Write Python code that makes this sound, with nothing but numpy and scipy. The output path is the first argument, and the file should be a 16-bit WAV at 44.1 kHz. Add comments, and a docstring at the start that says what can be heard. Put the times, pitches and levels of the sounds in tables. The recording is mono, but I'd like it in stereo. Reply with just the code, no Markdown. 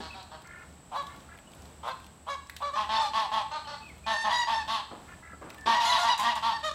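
"""Backyard pool: ducks quack and geese croak, honk and cry over each other; fences echo the calls.
Far off a crow caws and a songbird whistles. Voices are jittering overtones and puffed air through a throat.
Bill snaps, knocks at the pool wall, wing beats and drips are decaying noise bursts.
A swelling noise wash makes the yard; two narrow noise bands make the cicadas and the pump."""
import sys
import numpy as np
from scipy import signal
from scipy.fft import rfft, irfft
from scipy.io import wavfile
from scipy.ndimage import uniform_filter1d

SR = 44100
rng = np.random.default_rng(int(sys.argv[2]) if len(sys.argv) > 2 else 0)


def master(y):
    """Save y as 16-bit WAV."""
    cut = np.clip(np.atleast_2d(y).T, -1, 1)
    pcm = np.round(cut * 32767)  # scale
    wavfile.write(sys.argv[1], SR, pcm.astype(np.int16))


def boost(x):
    """Linear amplitude factor 10**(x/20) for a level x in decibels (scalar or array-like)."""
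    u = np.asarray(x, float) / 20
    return 10 ** u


N = 297234  # samples


def evened(x):
    """Scales to rms 1."""
    return x / np.sqrt(np.mean(x ** 2) + 1e-20)


def read(points, hz):
    """Straight lines on a log-frequency axis."""
    f, value = np.transpose(points)
    return np.interp(np.log(hz + 1), np.log(f + 1), value)


def add(mix, start_s, sound):
    """Mixes a sound in at start_s."""
    part = mix[round(start_s * SR):][:len(sound)]
    part += sound[:len(part)]


def drift(size, span_s):
    """Twice-smoothed noise of rms 1."""
    width = max(int(span_s * SR), 1)
    smooth = uniform_filter1d(rng.standard_normal(size), width)
    return evened(uniform_filter1d(smooth, width))


def coloured(x, points):
    """Filters x by a spectrum of (Hz, dB) points."""
    gain_db = read(points, np.fft.rfftfreq(len(x), 1 / SR))
    return irfft(rfft(x) * boost(gain_db), len(x))


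def burst(t, spectrum, start_db, t60_s):
    """Coloured noise that dies away exponentially."""
    noise = evened(coloured(rng.standard_normal(len(t)), spectrum))
    return boost(start_db - 60 * t / t60_s) * noise


def arch(start_s, length_s, top_hz, top_db, shape):
    """Start, top, end of hold and end of a call as (s, Hz, dB); pitch sags with effort."""
    rise, hold, start_drop_db, end_drop_db, start_flat, end_flat = shape
    rise = np.clip(rise, .05, .85)
    hold = np.clip(hold, rise + .05, .95)
    return [(start_s, top_hz * (1 - start_flat), top_db - start_drop_db),
            (start_s + rise * length_s, top_hz, top_db),
            (start_s + hold * length_s, top_hz, top_db),
            (start_s + length_s, top_hz * (1 - end_flat), top_db - end_drop_db)]


# Air noise, weak under the low overtones. Each row: frequency in Hz, gain in dB.
BREATH = [(1100, -12), (2600, -3)]


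def call(rows, throat, jitter, rasp_db, lift_db=0, rattle=0, harsh_db=0, waver=0.33, fray=0):
    """Overtones of a jittering membrane and air puffed each cycle pass the throat."""
    at_s, hz, db = np.transpose(rows)
    t = np.arange(at_s[0], at_s[-1], 1 / SR)
    hz, db = np.interp(t, at_s, hz), np.interp(t, at_s, db)
    slack_db = db.max() - db  # effort below the loudest moment
    turns = np.cumsum(hz * (1 + jitter * drift(len(t), 0.0028))) / SR
    k = np.arange(1, 14000 // hz.max())[:, None]

    # each call holds its bill a little differently
    uneven_db = 2.0 * rng.standard_normal((len(k), 1))
    # high overtones shimmer most
    shimmer_share = np.clip(k * hz.mean() / 2500, waver, 1)
    shimmer_db = 4.17 * shimmer_share * drift((len(k), len(t)), 0.0066)
    # less effort, fewer high overtones
    octaves = np.log2(np.maximum(k * hz / 1200, 1))
    dull_db = (0.061 * slack_db - harsh_db) * octaves
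    # the long windpipe smears each pulse
    lag = rng.standard_normal((len(k), 1)) * np.minimum(k * hz.mean() / 1500, 2)
    # the bill opens with effort and lifts the resonances
    gape = 1 - 0.012 * slack_db
    gains = boost(read(throat, k * hz / gape) + uneven_db + lift_db * (k == 2) - dull_db)

    # slow flap in the throat; each flap sweeps up through the overtones
    flap_hz = 65
    flap = flap_hz * t + 0.25 * drift(len(t), 0.03)
    throb = np.exp(rattle * (np.cos(2 * np.pi * (flap - k * hz * 9e-6 * flap_hz)) - .55))
    partials = gains * boost(shimmer_db) * throb * np.cos(2 * np.pi * k * turns + lag)
    tone = partials.sum(0) * np.sqrt(2)

    puffs = (0.87 + np.exp(-(turns % 1) / .5)) * rng.standard_normal(len(t))
    rasp = coloured(coloured(evened(puffs), throat), BREATH)
    rasp = coloured(rasp, [(1200, 0.028), (19200, 4 * harsh_db)]) * np.sqrt(SR / 2 / hz)
    rasp = rasp * boost(fray * slack_db)  # the voice frays into air as effort drops
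    rasp = boost(rasp_db) * rasp * throb[len(k) // 8]

    edges = np.clip(np.minimum((t - at_s[0]) / .005, (at_s[-1] - t) / .02), 0, 1)
    level = boost(db) / np.linalg.norm(gains, axis=0)
    return at_s[0], level * (tone + rasp) * edges


# Ducks. Each row: start in seconds, length in seconds, top pitch in Hz, level in dB, harshness in dB per octave.
QUACKS = [(2.753, 0.12, 216.5, -30.5, -2), (2.888, 0.15, 222, -29, -2), (3.131, 0.15, 221.1, -27.5, -1),
          (3.314, 0.13, 219.9, -28, -2), (4.061, 0.12, 222.7, -28.5, -2), (4.239, 0.085, 215.3, -28.5, -4),
          (4.291, 0.09, 230.4, -31, -0.5), (4.47, 0.11, 226.9, -28.5, -1.5), (4.676, 0.15, 223.4, -30.5, 0),
          (5.657, 0.14, 230, -25.5, -1.5), (5.796, 0.12, 230.5, -27.5, 0.5), (5.91, .12, 225.3, -27.5, 1),
          (6.028, 0.12, 229.9, -27, 0), (6.187, 0.08, 209.8, -28.5, -2), (6.23, 0.12, 234.5, -27, -1.5),
          (6.354, 0.054, 222, -32.5, -1), (6.423, 0.13, 231, -27, -0.5)]
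# Rise end and hold end as shares of length, start and end drop in dB, start and end flattening as shares of pitch.
QUACK_ARCH = (0.2, 0.5, 6, 12, 0.045, 0.13)
# Duck throat at full effort. Each row: frequency in Hz, gain in dB.
DUCK_THROAT = [(110, -16), (220, -13.5), (440, -27), (670, -4), (900, 8), (1120, 7.5), (1380, -9.5),
               (1850, -4), (2250, -15.5), (3300, -5), (4800, -13.5), (6500, -24), (8800, -33.5),
               (10600, -33.5), (15000, -45.5)]


def quacks():
    """Low rough voice that frays into air as effort drops."""
    out = np.zeros(N)
    for *row, harsh_db in QUACKS:
        add(out, *call(arch(*row, QUACK_ARCH), DUCK_THROAT, jitter=.017, waver=.55,
                       rasp_db=1, fray=.45, harsh_db=harsh_db))
    return out


# Geese, high clear. Each row: start in seconds, length in seconds, top pitch in Hz, level in dB,
# last pitch in Hz, lift of second partial in dB, harshness in dB per octave.
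CRIES = [(0, 0.027, 860, -42, 830, -2.5, -9), (2.92, .16, 892, -28, 788, -12.5, -3),
         (4.079, 0.22, 904.6, -32, 908, 8, 3.5), (4.288, 0.175, 968, -28, 914, -3.5, 0.2),
         (4.492, 0.15, 896, -32, 842, -3, -1.5), (5.716, 0.12, 957, -27.5, 910, -2, -4),
         (5.866, .125, 984.5, -27, 887, -5, -1), (6.066, 0.095, 976, -25.5, 854, -6.5, -2.5),
         (6.253, 0.084, 951, -31, 966, -6, -4), (6.509, 0.081, 918, -36.5, 810, 0, 0)]
# Rise end and hold end as shares of length, start and end drop in dB, start flattening as share of pitch.
CRY_ARCH = (0.278, .66, 12.6, 5.6, 0.03)
# Goose throat, wide, at full effort. Each row: frequency in Hz, gain in dB.
GOOSE_WIDE_THROAT = [(350, -23), (600, 10), (900, 7), (1400, 5), (1850, 4.5), (2700, -8), (3700, -1),
                     (4700, -6.5), (6000, -12.5), (8500, -25), (10800, -29.5), (15000, -48)]


def cries():
    """Steady membrane, little air, wide throat."""
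    out = np.zeros(N)
    for *row, last_hz, lift_db, harsh_db in CRIES:
        shape = (*CRY_ARCH, 1 - last_hz / row[2])
        add(out, *call(arch(*row, shape), GOOSE_WIDE_THROAT, jitter=.006, rasp_db=-7,
                       lift_db=lift_db, harsh_db=harsh_db))
    return out


# Geese, low. Each row: start in seconds, length in seconds, top pitch in Hz, level in dB,
# last pitch in Hz, harshness in dB per octave.
HONKS = [(0.956, 0.075, 569.2, -32.5, 530, 1), (1.891, 0.048, 524.7, -35, 490, -1),
         (2.282, 0.086, 559.6, -33.5, 517, 2.5), (2.618, 0.1, 579, -31, 526, -1),
         (2.73, 0.07, 592, -34.5, 604, 1.5), (2.997, 0.11, 598, -36.5, 560, 5.5),
         (5.835, 0.12, 702.4, -33.5, 661, 8), (5.972, 0.095, 708.5, -31, 664, 6.5),
         (6.628, 0.086, 623.7, -31.5, 558, 4), (6.71, 0.013, 590, -25.5, 575, 4)]
# Rise end and hold end as shares of length, start and end drop in dB, start flattening as share of pitch.
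HONK_ARCH = (0.22, 0.6, 8, 6, 0.02)
# Goose throat at full effort. Each row: frequency in Hz, gain in dB.
GOOSE_THROAT = [(300, -21), (580, -3), (850, 7.5), (1150, 7.5), (1450, 1), (1750, -10), (2250, -12),
                (2750, -21.5), (3300, -11.5), (4000, -12.5), (4900, -24), (6200, -26.5), (15000, -56.5)]


def honks():
    """Membrane locked to a lower pitch than in the cries."""
    out = np.zeros(N)
    for *row, last_hz, harsh_db in HONKS:
        shape = (*HONK_ARCH, 1 - last_hz / row[2])
        add(out, *call(arch(*row, shape), GOOSE_THROAT, jitter=.011, rasp_db=-6, harsh_db=harsh_db))
    return out


# Geese, before honks. Each row: start in seconds, length in seconds, top rate in pulses per second, level in dB.
CROAKS = [(0.914, 0.073, 174, -31.5), (1.828, 0.087, 131, -31.5), (2.263, 0.044, 180, -33.5),
          (2.601, 0.046, 166, -35)]
# Rise end and hold end as shares of length, start and end drop in dB, start and end flattening as shares of rate.
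CROAK_ARCH = (0.65, 0.6, 11.4, 6.6, 0.22, 0.018)
# Goose throat, shut, at full effort. Each row: frequency in Hz, gain in dB.
GOOSE_SHUT_THROAT = [(300, -31), (600, 0.5), (900, 6), (1100, 11), (1700, -11), (2400, -16), (3000, -15),
                     (3500, -9), (4000, -15), (4800, -25), (15000, -39.5)]


def croaks():
    """Slow irregular pulses before the voice locks into a honk."""
    out = np.zeros(N)
    for row in CROAKS:
        add(out, *call(arch(*row, CROAK_ARCH), GOOSE_SHUT_THROAT, jitter=.04, rasp_db=-9))
    return out


# Ducks behind the pool. Each row: start in seconds, length in seconds, top pitch in Hz, level in dB,
# harshness in dB per octave.
MUTTERS = [(0, 0.089, 162.4, -44.5, 2.5), (0.136, 0.093, 193, -48, 0.5), (0.312, 0.068, 158.6, -46, -1.5),
           (3.511, .09, 306, -37, -1), (3.669, 0.099, 294, -41, 0.5)]
# Rise end and hold end as shares of length, start and end drop in dB, start and end flattening as shares of pitch.
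MUTTER_ARCH = (0.29, 0.61, 0.43, 3.4, 0.04, 0.086)
# Duck throat, bill nearly closed, at full effort. Each row: frequency in Hz, gain in dB.
DUCK_SHUT_THROAT = [(150, -51), (420, -7.5), (620, 0), (780, 8), (1200, 1), (1600, -1.5), (2300, -15),
                    (3350, -7.5), (3750, -10), (4300, -6), (4900, -14), (15000, -59)]


def mutters():
    """Faint duck voice through a nearly closed bill."""
    out = np.zeros(N)
    for *row, harsh_db in MUTTERS:
        add(out, *call(arch(*row, MUTTER_ARCH), DUCK_SHUT_THROAT, jitter=.02, waver=.6,
                       rasp_db=-6, harsh_db=harsh_db))
    return out


# Plastic. Each row: start in seconds, onset level in dB, centre frequency in Hz.
SNAPS = [(1.0679, -43.5, 3200), (1.5493, -54, 8200), (2.4969, -35.5, 1830), (2.565, -34.5, 2800),
         (5.503, -40.5, 2320), (5.5447, -44, 1860)]


def snaps():
    """Bills snap on plastic: dry bursts round one frequency."""
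    out, t = np.zeros(N), np.arange(SR // 2) / SR
    for start_s, db, hz in SNAPS:
        add(out, start_s, burst(t, [(hz / 4, -30), (hz, 0), (hz * 4, -20)], db, t60_s=0.031))
    return out


# Pool wall. Each row: start in seconds, level in dB before the rise is applied, rise in seconds,
# t60 in seconds, top frequency in Hz.
THUDS = [(0, -36.5, 0.00067, 0.13, 348), (4.908, -39, 0.0086, 0.37, 1000),
         (5.33, -40.5, 0.0097, 0.056, 606), (5.41, -43.5, 0.012, 0.8, 1260),
         (5.656, -34.5, 0.0054, 0.27, 700)]


def thuds():
    """Soft knocks and splashes at the pool wall: dull bursts with a ramped onset."""
    out, t = np.zeros(N), np.arange(SR // 2) / SR
    for start_s, db, rise_s, t60_s, hz in THUDS:
        spectrum = [(100, -20), (200, 0), (hz, -2), (hz * 3, -28), (16000, -60)]
        add(out, start_s, burst(t, spectrum, db, t60_s) * np.minimum(t / rise_s, 1))
    return out


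# Wings. Each row: start in seconds, onset level in dB.
FLAPS = [(6.03, -50), (6.179, -33), (6.197, -29.5), (6.23, -37), (6.355, -37)]
FEATHERS_PER_S = 145  # quills that slip past each other in a beat


def wing_beats():
    """Airy bursts pulsed by slipping quills."""
    out, t = np.zeros(N), np.arange(SR // 2) / SR
    spectrum = [(700, -2), (2500, 10.5), (5000, -6), (7200, 7.5), (9200, -3), (12000, -5), (15000, -14.0)]
    for start_s, db in FLAPS:
        quills = np.exp(-(t * FEATHERS_PER_S % 1) / 0.66)
        add(out, start_s, burst(t, spectrum, db, t60_s=0.13) * quills)
    return out


# Far crow. Each row: start in seconds, length in seconds, top pitch in Hz, level in dB.
CAWS = [(0.442, 0.22, 352.7, -51), (1.072, 0.1, 353.5, -56), (1.289, 0.082, 337, -53.5),
        (5.076, 0.088, 353.5, -50), (5.222, 0.14, 335.7, -51)]
# Rise end and hold end as shares of length, start and end drop in dB, start and end flattening as shares of pitch.
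CAW_ARCH = (0.39, 0.855, 3.1, 14, 0.017, 0.021)
# Crow throat at full effort. Each row: frequency in Hz, gain in dB.
CROW_THROAT = [(300, -63), (1050, -13), (1400, -2.5), (1750, -1.5), (2150, -8.5), (2480, -13), (5000, -57)]


def caws():
    """Voice rattled by a slow flap in the throat."""
    out = np.zeros(N)
    for row in CAWS:
        add(out, *call(arch(*row, CAW_ARCH), CROW_THROAT, jitter=.015, rasp_db=-4, waver=1, rattle=.75))
    return out


# Songbird. Each row: start in seconds, length in seconds, top pitch in Hz, level in dB, last pitch in Hz.
WHISTLES = [(0.097, 0.071, 2603, -51, 1960), (1.47, 0.026, 2940, -61, 2820), (5.573, 0.13, 1760, -52, 1770),
            (3.648, 0.026, 3080, -45, 2600), (3.81, 0.12, 2564, -50.5, 1860),
            (4.036, 0.056, 2460, -50, 2460)]
# Rise end and hold end as shares of length, start and end drop in dB, start flattening as share of pitch.
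WHISTLE_ARCH = (0.07, 0.54, 16, 7.5, 0)


def whistles():
    """Mostly falling whistles; overtones above 3.2 kHz are cut."""
    out = np.zeros(N)
    for *row, last_hz in WHISTLES:
        shape = (*WHISTLE_ARCH, 1 - last_hz / row[2])
        add(out, *call(arch(*row, shape), [(3200, 0), (3600, -63)], jitter=0.012, rasp_db=-26))
    return out


# Fence echo decay. Each row: frequency in Hz, t60 in seconds.
ECHO = [(500, .25), (1100, .54), (2500, .5), (4300, .6), (5300, .45), (9000, .4)]


def fences(x):
    """Sparse echoes of random sign, each band dying at its own speed."""
    taps = np.zeros(SR)
    at = np.arange(500, SR - 20, 20)
    taps[at + rng.integers(0, 20, len(at))] = rng.choice([-1., 1.], len(at))
    hz, t, z = signal.stft(taps, SR, nperseg=256)
    decay = boost(-60 * t / read(ECHO, hz)[:, None])
    tail = signal.istft(z * decay, SR, nperseg=256)[1]
    return signal.fftconvolve(x, tail / np.linalg.norm(tail))[:N]


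DRIPS_PER_S, FAINTEST_DRIP_DB = 6, -52.5


def drips():
    """Drips and pecks at the water: faint ticks, each a puff of noise in its own band."""
    out, t = np.zeros(N), np.arange(1024) / SR
    for at, pitch, size in rng.random((round(DRIPS_PER_S * N / SR), 3)):
        hz = 2200 * 2 ** (1.5 * pitch)
        spectrum = [(hz / 2, -18), (hz, 0), (hz * 2, -18)]
        add(out, at * N / SR, burst(t, spectrum, FAINTEST_DRIP_DB + 6 * size, t60_s=0.021))
    return out


def band(hz, width_hz, db):
    """Noise in one resonance; amplitude halves width_hz off centre."""
    f = np.fft.rfftfreq(N, 1 / SR)
    spectrum = rfft(rng.standard_normal(N)) / (1 + ((f - hz) / width_hz) ** 2)
    return boost(db) * evened(irfft(spectrum, N))


# Wash spectrum. Each row: frequency in Hz, relative level in dB.
YARD = [(25, -27), (50, -5.5), (76, -5), (170, -5.5), (449, -15), (691, -13), (1040, -16), (2090, -25),
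        (2890, -24.5), (3880, -27), (7830, -34), (8970, -36.5), (15800, -41)]
YARD_DB = -54.5
# Noise bands. Each: centre in Hz, half-width in Hz, level in dB.
CICADA = (7870, 400, -63.5)
PUMP = (73.7, 3.5, -58.5)


def yard():
    """Leaves, water and far traffic as a slowly swelling wash, with cicadas and a pump."""
    wash = evened(coloured(rng.standard_normal(N), YARD))
    swell_db = 1.5 * drift(N, .2)
    return wash * boost(YARD_DB + swell_db) + band(*CICADA) + band(*PUMP)


def scene():
    """Direct sounds, their fence echo and the yard, alike in both channels."""
    near = quacks() + cries() + honks() + croaks() + snaps() + thuds() + wing_beats()
    behind = mutters()
    far = caws() + whistles()
    echo = fences(boost(-8) * near + boost(-3) * behind + boost(-9) * far)
    mono = near + behind + far + echo + drips() + yard()
    return np.array([mono, mono])


def top_cut(x):
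    """Nothing passes above the cut-off."""
    return signal.sosfilt(signal.butter(12, 15830, fs=SR, output="sos"), x)


def record(dry):
    """Delivers the finished mix."""
    return top_cut(dry)


dry = scene()
out = record(dry)
master(out)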